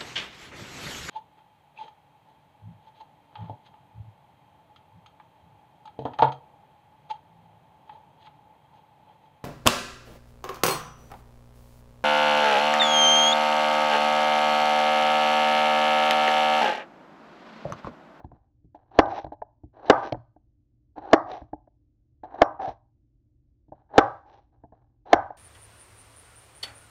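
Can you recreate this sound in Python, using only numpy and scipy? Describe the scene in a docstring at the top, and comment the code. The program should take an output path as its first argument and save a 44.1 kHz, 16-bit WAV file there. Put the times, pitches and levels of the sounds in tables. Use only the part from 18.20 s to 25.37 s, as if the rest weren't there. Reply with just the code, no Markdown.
"""A small kitchen, a microphone close to the cutting board: a large knife slices zucchini.
Six cuts crunch through the flesh as rough noise growing with depth; each ends in a knock of ringing board modes.
After five of them the blade is drawn back: rubbing noise and a chattering blade resonance.
Short damped modes make the soft touches of blade and slices in between; rubbing noise makes light slides.
Decaying noise gives the room, the knocks overload the microphone, and an appliance hums faintly (sines)."""
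import sys
import numpy as np
from scipy import signal
from scipy.fft import rfft, irfft, next_fast_len
from scipy.io import wavfile

SR = 44100
rng = np.random.default_rng(int(sys.argv[2]) if len(sys.argv) > 2 else 0)


def dump(signal):
    """Clip the signal to [-1, 1] and save it as 16-bit WAV at the path in sys.argv[1]."""
    limited = np.clip(np.atleast_2d(signal).T, -1, 1)
    pcm = np.round(limited * 32767).astype(np.int16)
    wavfile.write(sys.argv[1], SR, pcm)


N = 316197
TIME = np.arange(N) / SR
RING_TIME = np.arange(SR // 3) / SR  # time axis of one short sound, s
THUD_T60 = 0.15  # s
GRIP_S = 0.008  # time for the blade to take hold or let go


def amp(db):
    """Decibels to gain."""
    return 10 ** (np.asarray(db) / 20)


def fall(seconds, t60):
    """Exponential decay that loses 60 dB in t60 seconds."""
    return np.exp(-np.log(1000) * seconds / t60)


def unit(x):
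    """Scales to an rms of 1."""
    return x / np.sqrt(np.mean(x ** 2) + 1e-20)


def read(points, hz):
    """Reads a table on a log-frequency axis."""
    f, value = np.transpose(points)
    return np.interp(np.log(hz + 1), np.log(f + 1), value)


def add(mix, s, sound):
    """Mixes a sound in at time s."""
    part = mix[max(round(s * SR), 0):][:len(sound)]
    part += sound[:len(part)]


def colour(x, points, size=4096):
    """Causal minimum-phase filter with the given spectrum."""
    log_gain = np.log(amp(read(points, abs(np.fft.fftfreq(size, 1 / SR)))))
    minimum_phase = np.exp(np.conj(signal.hilbert(log_gain)))
    impulse = np.fft.ifft(minimum_phase).real
    return signal.oaconvolve(x, impulse[:size // 2])[:len(x)]


def resonate(x, hz, width):
    """A resonance with a gain of 1 at its peak."""
    return signal.lfilter(*signal.iirpeak(hz, hz / width, SR), x)


def ring(modes, weights):
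    """Dying sines, each mode weighted by how the blow excites it."""
    hz, db, t60 = np.transpose(modes)[:, :, None]
    sines = np.sin(2 * np.pi * hz * RING_TIME)
    return (weights[:, None] * amp(db) * fall(RING_TIME, t60) * sines).sum(0)


def puff(points, t60):
    """A coloured burst of noise that starts at about rms 1 and dies away."""
    decay = fall(RING_TIME, t60)
    burst = colour(rng.standard_normal(len(decay)) * decay, points)
    return unit(burst) * np.sqrt(np.mean(decay ** 2))


def soften(x, seconds):
    """A contact of finite length rounds off the treble."""
    r = np.exp(-2 * np.pi / (SR * max(seconds, 1e-5)))
    return signal.lfilter([(1 - r) ** 2], [1, -2 * r, r * r], x)


def radiate(x, hz):
    """A small object gives off little bass."""
    return signal.sosfilt(signal.butter(3, hz, "high", fs=SR, output="sos"), x)


def muffle(x, hz):
    """Moist flesh soaks up the treble."""
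    return signal.sosfilt(signal.butter(4, hz, fs=SR, output="sos"), x)


def touching(start, stop):
    """1 while the blade is in contact, with a short ramp at each end."""
    return np.clip(np.minimum(TIME - start, stop - TIME) / GRIP_S + 1 / 2, 0, 1)


# The edge hits the board: [t/s, force level/dB, contact time/ms, place along the board 0-1,
# knock centre f/Hz, level sent to the room/dB before the room's own level, counter thump level/dB]
CHOPS = [(0.7886, 0.5, 0.46, .30, 610, -5, -31), (1.6985, 2.5, 0.18, 0.3, 514, -2, -36),
         (2.9315, 2.5, 0.65, 0.76, 843, -5.5, -51.5), (4.2175, -2, 0.55, 0.3, 702.5, -7, -52.5),
         (5.7801, 3.5, 0.15, .68, 617, -5.5, -34), (6.9303, -1, 0.27, .8, 945.3, -3.5, -31)]
# Board with the knife on it: [f/Hz, relative level/dB, t60/s]
BOARD_MODES = [(330, -7.5, 0.038), (460, -12.5, 0.043), (535.9, -1, 0.024), (666, -5, 0.018),
               (712, -6.5, 0.026), (789, 3, 0.037), (947, -5, 0.034), (1123, -2.5, .02), (1250, -7, 0.021),
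               (1517, -7, 0.044), (1990, -14, 0.017)]
# Crowd of weaker, tightly packed board modes, a spectrum: [f/Hz, relative level/dB]
BOARD_CROWD = [(150, -30.5), (280, -4), (600, 3), (950, -3), (1250, -2.5), (1600, -11.5), (2000, -14),
               (2600, -30), (3300, -26), (4300, -31), (6200, -39.5), (7500, -65)]
# Low thud of the counter, a spectrum: [f/Hz, relative level/dB]
THUD = [(15, -26.5), (30, -11), (55, -1.5), (85, -2), (125, -3), (190, -9), (300, -13), (500, -31.5),
        (1200, -71)]
# Wall and counter throw the knock back: [delay t/s, level/dB]
ECHOES = [(.0029, -9), (.0068, -23.5), (.0098, -18)]


def chops():
    """The tip lands, then the whole edge, and the board rings; returns the near sound and the room's feed."""
    near, far = np.zeros((2, N))
    lag = 0.0017  # s from tip to whole edge
    shape_db, focus_db, octaves = 2.5, 4, 0.45
    tip_db, crowd_db, steel_db = -10, -7, -53
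    crowd_t60, steel_t60 = 0.04, 0.14  # s
    bass_hz, steel_hz = 235, 5570
    mode_hz = np.transpose(BOARD_MODES)[0]
    order = np.arange(len(BOARD_MODES)) + 1

    # the blade gives a faint, blurred ping
    ping = rng.standard_normal(len(RING_TIME))
    ping = resonate(resonate(ping, steel_hz, 300), steel_hz, 300)
    steel = amp(steel_db) * fall(RING_TIME, steel_t60) * unit(ping)

    for s, db, contact_ms, place, centre_hz, room_db, thump_db in CHOPS:
        # each mode is strong or weak according to where the edge lands
        weights_db = shape_db * np.cos(2 * np.pi * order * place)
        distance = np.log2(mode_hz / centre_hz) / octaves
        weights_db += focus_db * np.exp(-distance ** 2) - focus_db / 2
        modes = soften(ring(BOARD_MODES, amp(weights_db)), contact_ms / 1000)
        crowd = amp(crowd_db) * puff(BOARD_CROWD, crowd_t60)
        knock = amp(db) * radiate(modes + crowd, bass_hz)
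        thump = amp(thump_db) * puff(THUD, THUD_T60)
        add(near, s, -amp(tip_db) * knock + thump + steel)
        add(near, s + lag, -knock)
        add(far, s + lag, amp(room_db) * knock + thump)
        for delay, echo_db in ECHOES:
            add(near, s + lag + delay, -amp(echo_db) * knock)
    return near, far


# The edge passes through the flesh, one row before each chop:
# [skin gives way t/s, crunch level/dB, rasp level/dB, growth on the way down/dB];
# levels are at full depth, before the snap of the bottom skin
CUTS = [(0.713, -39.5, -58.5, 11), (1.533, -41.5, -64.5, 15), (2.76, -41.5, -66.5, 5.5),
        (4.039, -38, -66, 16.5), (5.69, -29, -52, 32.5), (6.857, -41.5, -60.5, 9)]
# Wet hiss of the flesh as it parts, a spectrum: [f/Hz, relative level/dB]
FLESH = [(900, -26.5), (1750, 3.5), (2200, -3.5), (2700, -4.5), (3150, -2.5), (3500, -5.5), (4000, 1),
         (4600, -11.5), (5300, -19.5), (5900, -13), (6600, -28), (7500, -40)]


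def cuts():
    """The crunch grows with the depth of the edge and ends when it meets the board."""
    crunch, rasp = np.zeros((2, N))
    rasp_growth = 1.45  # the rasp grows faster than the crunch
    snap_db, snap_s = 13, 0.011  # both surge as the bottom skin snaps
    for (start, crunch_db, rasp_db, growth_db), (stop, *_) in zip(CUTS, CHOPS):
        left_s = np.clip(stop - TIME, 0, stop - start)
        shallow_db = growth_db * left_s / (stop - start)
        push = touching(start, stop) * amp(snap_db * np.exp(-left_s / snap_s))
        crunch += push * amp(crunch_db - shallow_db)
        rasp += push * amp(rasp_db - rasp_growth * shallow_db)
    return rubbing(crunch, rasp, FLESH, grains_per_s=1400, spread_db=2.5, smooth=0.44, jerk_db=5.0)


# The blade is drawn back over the board: [start t/s, fastest t/s, t60 after that/s, scrape level/dB,
# rasp level/dB, chatter level/dB, chatter f/Hz when fastest, its rise before that/(Hz per s)]
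DRAWS = [(0.868, .988, 0.14, -36, -52.5, -36.5, 801.7, 1200), (1.759, 1.872, 0.14, -35, -54, -47, 820, 0),
         (3.063, 3.15, 0.21, -40, -57.5, -39.5, 710, -300),
         (4.394, 4.493, 0.13, -36.5, -54.5, -32.5, 744, -400), (6.049, 6.149, 0.31, -55, -71, -61, 844, 0)]
# Hiss of the edge, a spectrum: [f/Hz, relative level/dB]
EDGE_HISS = [(900, -31), (1900, -0.5), (2500, -1.5), (3150, -2), (4000, -0.5), (4500, -9.5), (5300, -10),
             (5800, -7), (6400, -18.5), (7500, -34.5)]


def draws():
    """Each draw swells as the blade speeds up, then dies away as it lifts off the board."""
    scrape, rasp, judder = np.zeros((3, N))
    # as the blade gathers speed the scrape swells a little and the rasp a lot
    scrape_db_per_s, rasp_db_per_s = 20, 94.5
    bite_s = 0.025  # time for the edge to start rasping on the board
    for start, fastest, release_s, scrape_db, rasp_db, chatter_db, chatter_hz, rise in DRAWS:
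        early_s = np.maximum(fastest - TIME, 0)
        late_s = np.maximum(TIME - fastest, 0)
        contact = touching(start, fastest + release_s) * fall(late_s, release_s)
        swell = contact * amp(-scrape_db_per_s * early_s)
        scrape += swell * amp(scrape_db)
        bite = np.clip((TIME - start) / bite_s, 0, 1)
        rasp += bite * contact * amp(rasp_db - rasp_db_per_s * early_s)
        judder += swell * amp(chatter_db) * chatter(chatter_hz - rise * early_s)
    return judder + rubbing(scrape, rasp, EDGE_HISS, grains_per_s=1600, spread_db=3.5, smooth=0.32, jerk_db=3.5)


def chatter(hz, width_hz=60):
    """Stick and slip keep one resonance of the blade going, with an uneven pitch and strength."""
    r = np.exp(-2 * np.pi * width_hz / SR)
    noise = rng.standard_normal(N) + 1j * rng.standard_normal(N)
    swing = signal.lfilter([1], [1, -2 * r, r * r], noise)
    swing /= np.hypot(abs(swing), swing.std())  # friction limits each swing
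    carrier = np.exp(2j * np.pi * np.cumsum(hz) / SR)
    return unit((swing * carrier).real)


# Resonances of the blade while it rubs: [f/Hz, width f/Hz, relative level/dB]
BLADE_MODES = [(345, 150, -7), (627, 140, -5), (790, 74, 2.5), (1020, 410, -12.5), (1620, 220, -15.5)]


def rubbing(body_gain, rasp_gain, hiss, grains_per_s, spread_db, smooth, jerk_db, jerks_per_s=70):
    """Tiny snaps and slips, coming in jerks, shake the blade and hiss at its edge."""
    sizes = amp(spread_db * np.minimum(rng.exponential(1, N), 4)) * rng.choice([-1, 1], N)
    grains = unit(sizes * (rng.random(N) < grains_per_s / SR))
    drive = grains + smooth * rng.standard_normal(N)
    jerks = np.interp(TIME * jerks_per_s, np.arange(N), rng.uniform(-1, 1, N))
    drive *= amp(jerk_db * jerks)
    body = np.zeros(N)
    for k, (hz, width, db) in enumerate(BLADE_MODES):
        body += (-1) ** k * amp(db) * resonate(drive, hz, width)  # neighbours swing in opposite senses
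    return body_gain * unit(muffle(body, hz=2120)) + rasp_gain * unit(colour(drive, hiss))


# Light touches of the blade, snaps of the skin and falling slices, levels before the trims in taps():
# [t/s, knock level/dB, centre f/Hz, board level/dB, thud level/dB, tick level/dB,
# settling time/ms (at least 1 is used)]
TAPS = [(0.044, -35, 880, -70, -32, -72, 2.1), (0.117, -40, 930, -60, -41.5, -82, 0.52),
        (0.445, -79, 385, -64, -44, -100, 3.6), (0.547, -35.5, 730, -51, -51.5, -70, 5.3),
        (0.858, -35, 850, -62, -64.5, -50, 1.3), (0.883, -31, 700, -53.5, -57, -62, 2),
        (1.044, -24, 834, -45.5, -34, -55.5, 1.7), (1.066, -33, 790, -46, -39, -72, 2.5),
        (1.121, -28, 720, -43, -55, -70, 5.5), (1.219, -23.5, 800, -67, -73.5, -70.5, 1.9),
        (1.436, -47.5, 495, -45, -35, -100, 1.08), (1.655, -38.5, 800, -50, -60.5, -52.5, 9.8),
        (1.681, -27, 790, -46, -52.5, -49.5, 2.5), (1.923, -17.5, 830, -33.5, -24.5, -30, 1.21),
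        (1.945, -25, 813, -42, -40, -91.5, 1.53), (2.163, -46, 650, -55.5, -62, -105, 1.8),
        (2.780, -26.5, 772, -39.5, -45, -55.5, 2.2), (2.836, -34.5, 765, -52, -59.5, -69.5, 2),
        (2.912, -41, 790, -48, -63, -47.5, 0.96), (3.115, -24.5, 800, -58.5, -46.5, -40.5, 1.57),
        (3.217, -36, 840, -48.5, -37, -76.5, 1.24), (3.332, -24, 660, -34, -39, -75.5, 2),
        (3.474, -47, 809, -61.5, -58.5, -98, 1.7), (4.035, -28, 838, -46.5, -49, -64, 5.6),
        (4.141, -30, 775, -48, -53.5, -62.5, 3.9), (4.396, -33, 757, -45, -45, -78, 2.5),
        (4.477, -24, 756, -43.5, -34, -51, 1.8), (5.483, -59, 450, -58, -49.5, -93, 4),
        (5.521, -31, 540, -47, -43.5, -90.5, 5.4), (5.738, -28.5, 804, -52.5, -55.5, -66, 3),
        (6.437, -40.5, 699, -51.5, -42.5, -99, 4.1), (6.523, -43, 710, -63, -48, -94, 3.6),
        (7.104, -25.5, 789, -55, -54, -86, 2.4)]
# What a touch rings with: [f/Hz, relative level/dB, t60/s]
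TOUCH_MODES = [(420, -17.5, 0.053), (605, -2.5, 0.026), (720, -1, 0.039), (847, -1, .033),
               (1040, -11, .025), (1640, -6, .014)]


def taps():
    """Soft, moist contacts that settle over milliseconds: a knock, the board's lowest note, a thud and a tick."""
    out = np.zeros(N)
    knock_trim_db, thud_trim_db, tick_trim_db = -0.5, -3, -1
    focus_db = 4  # loss one octave from the centre
    contact_s = 0.00092
    reach = 2.7  # treble limit of the knock, as a multiple of its centre
    mode_hz = np.transpose(TOUCH_MODES)[0]
    signs = (-1.) ** np.arange(len(TOUCH_MODES))  # neighbouring modes swing in opposite senses
    board_mode = [(305, 8, 0.065)]  # f/Hz, level/dB, t60/s
    board = soften(ring(board_mode, np.ones(1)), contact_s)
    for s, db, centre_hz, note_db, thud_db, tick_db, settle_ms in TAPS:
        u = RING_TIME * 1000 / max(settle_ms, 1)
        press = u * np.exp(1 - u)
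        # the first touch, then many smaller ones as the flesh flattens
        force = rng.standard_normal(len(u)) * press
        force /= np.linalg.norm(force)
        force[0] += 1
        modes = ring(TOUCH_MODES, signs * amp(-focus_db * np.log2(mode_hz / centre_hz) ** 2))
        knock = signal.fftconvolve(force, modes)[:len(u)]
        knock = muffle(soften(knock, contact_s), reach * centre_hz)
        thud = puff(THUD, THUD_T60)
        tick = press * unit(colour(rng.standard_normal(len(u)), FLESH))
        add(out, s - .001, amp(db + knock_trim_db) * knock / abs(knock).max())
        add(out, s, amp(note_db) * board)
        add(out, s, amp(thud_db + thud_trim_db) * thud)
        add(out, s, amp(tick_db + tick_trim_db) * tick)
    return out


# Blade and slices slide softly over the skin: [start t/s, t60/s, level/dB]
SLIDES = [(0, .2, -49.5), (.13, .4, -61), (.57, .9, -63.5), (5.548, .5, -62), (6.322, .6, -70),
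          (6.54, .5, -63)]


def slides():
    """Light rubbing that fades as the blade settles for the next cut."""
    rub = np.zeros(N)
    for start, fade_s, db in SLIDES:
        rub += touching(start, start + fade_s) * amp(db) * fall(abs(TIME - start), fade_s)
    rasp = rub * amp(-28.5)  # wet skin hardly hisses
    return rubbing(rub, rasp, FLESH, grains_per_s=700, spread_db=3.5, smooth=.3, jerk_db=3.5)


# Colour of the kitchen's reverberation: [f/Hz, relative level/dB]
ROOM_COLOUR = [(60, -5.5), (115, 13), (190, -19.5), (320, -4), (450, -10.5), (600, 2.5), (760, -2),
               (1050, 3), (1350, -1), (1700, -5.5), (2400, -15.5), (4000, -14), (8000, -17.5)]
# Its decay: [f/Hz, t60/s]
ROOM_T60 = [(100, 0.5), (400, 0.27), (1000, 0.37), (2800, 0.37), (7000, 0.54)]


def room_tail(onset=0.019, build=0.0057):
    """Dense reflections, each band dying at its own speed; they start and build up in the given seconds."""
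    hz, t, bands = signal.stft(rng.standard_normal(SR), SR, nperseg=512)
    bands = bands * fall(t, read(ROOM_T60, hz)[:, None])
    tail = signal.istft(bands, SR, nperseg=512)[1][:SR]
    tail = tail * np.clip((TIME[:SR] - onset) / build, 0, 1)
    return colour(tail / np.linalg.norm(tail), ROOM_COLOUR)


def kitchen(x):
    """One room colour and decay throughout; each stroke gets a freshly drawn tail of dense reflections."""
    stroke_starts = [row[0] - .3 for row in CHOPS[1:]]  # 0.3 s before each later knock
    stroke = np.searchsorted(stroke_starts, TIME)
    out = np.zeros(N)
    for k in range(len(CHOPS)):
        add(out, TIME[stroke == k][0], signal.fftconvolve(x[stroke == k], room_tail()))
    return out


# Appliance hum: [f/Hz, rms level/dB]
HUM = [(54, -76), (118.5, -70), (238, -92), (299, -82.5)]
# Spectrum of the rumble under it: [f/Hz, relative level/dB]
RUMBLE = [(15, -18), (32, -7.5), (52, -0.5), (90, -4.5), (125, -2), (165, -17.5), (240, -13.5), (330, -16),
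          (410, -33), (600, -34.5), (900, -50), (1600, -56), (9000, -60)]


def background(rumble_db=-65):
    """A low rumble of coloured noise with a faint hum of steady sines."""
    hum = np.zeros(N)
    for hz, db in HUM:
        hum += amp(db) * np.sqrt(2) * np.sin(2 * np.pi * (hz * TIME + rng.random()))
    return hum + amp(rumble_db) * unit(colour(rng.standard_normal(N), RUMBLE))


def scene(chop_room_db=-9, small_room_db=-20):
    """Knocks, cuts, scrapes and touches in the kitchen."""
    near, far = chops()
    small = cuts() + draws() + slides() + taps()
    room = kitchen(amp(chop_room_db) * far + amp(small_room_db) * small)
    return (near + small + room + background())[None]


# Colour of the microphone, with a lean upper bass and a treble roll-off: [f/Hz, level/dB]
MICROPHONE = [(70, 0), (130, -3), (190, -6), (290, 0), (6300, 0), (7200, -2), (8000, -10), (9000, -26)]


def record(dry, ceiling=0.67, edge_hz=9000):
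    """The input clips on the knocks; then the treble rolls off to the band limit."""
    x = signal.resample_poly(dry[0], 2, 1) / ceiling  # clipped at twice the rate against aliasing
    clipped = ceiling * signal.resample_poly(x / (1 + x ** 8) ** (1 / 8), 1, 2)
    size = 2 * next_fast_len(N)
    gain = amp(read(MICROPHONE, np.fft.rfftfreq(size, 1 / SR)))
    dull = irfft(rfft(clipped, size) * gain)[:N]
    band_limit = signal.firwin(511, edge_hz, window=("kaiser", 9), fs=SR)
    return signal.oaconvolve(dull, band_limit, "same")[None]


dry = scene()
out = record(dry)
dump(out)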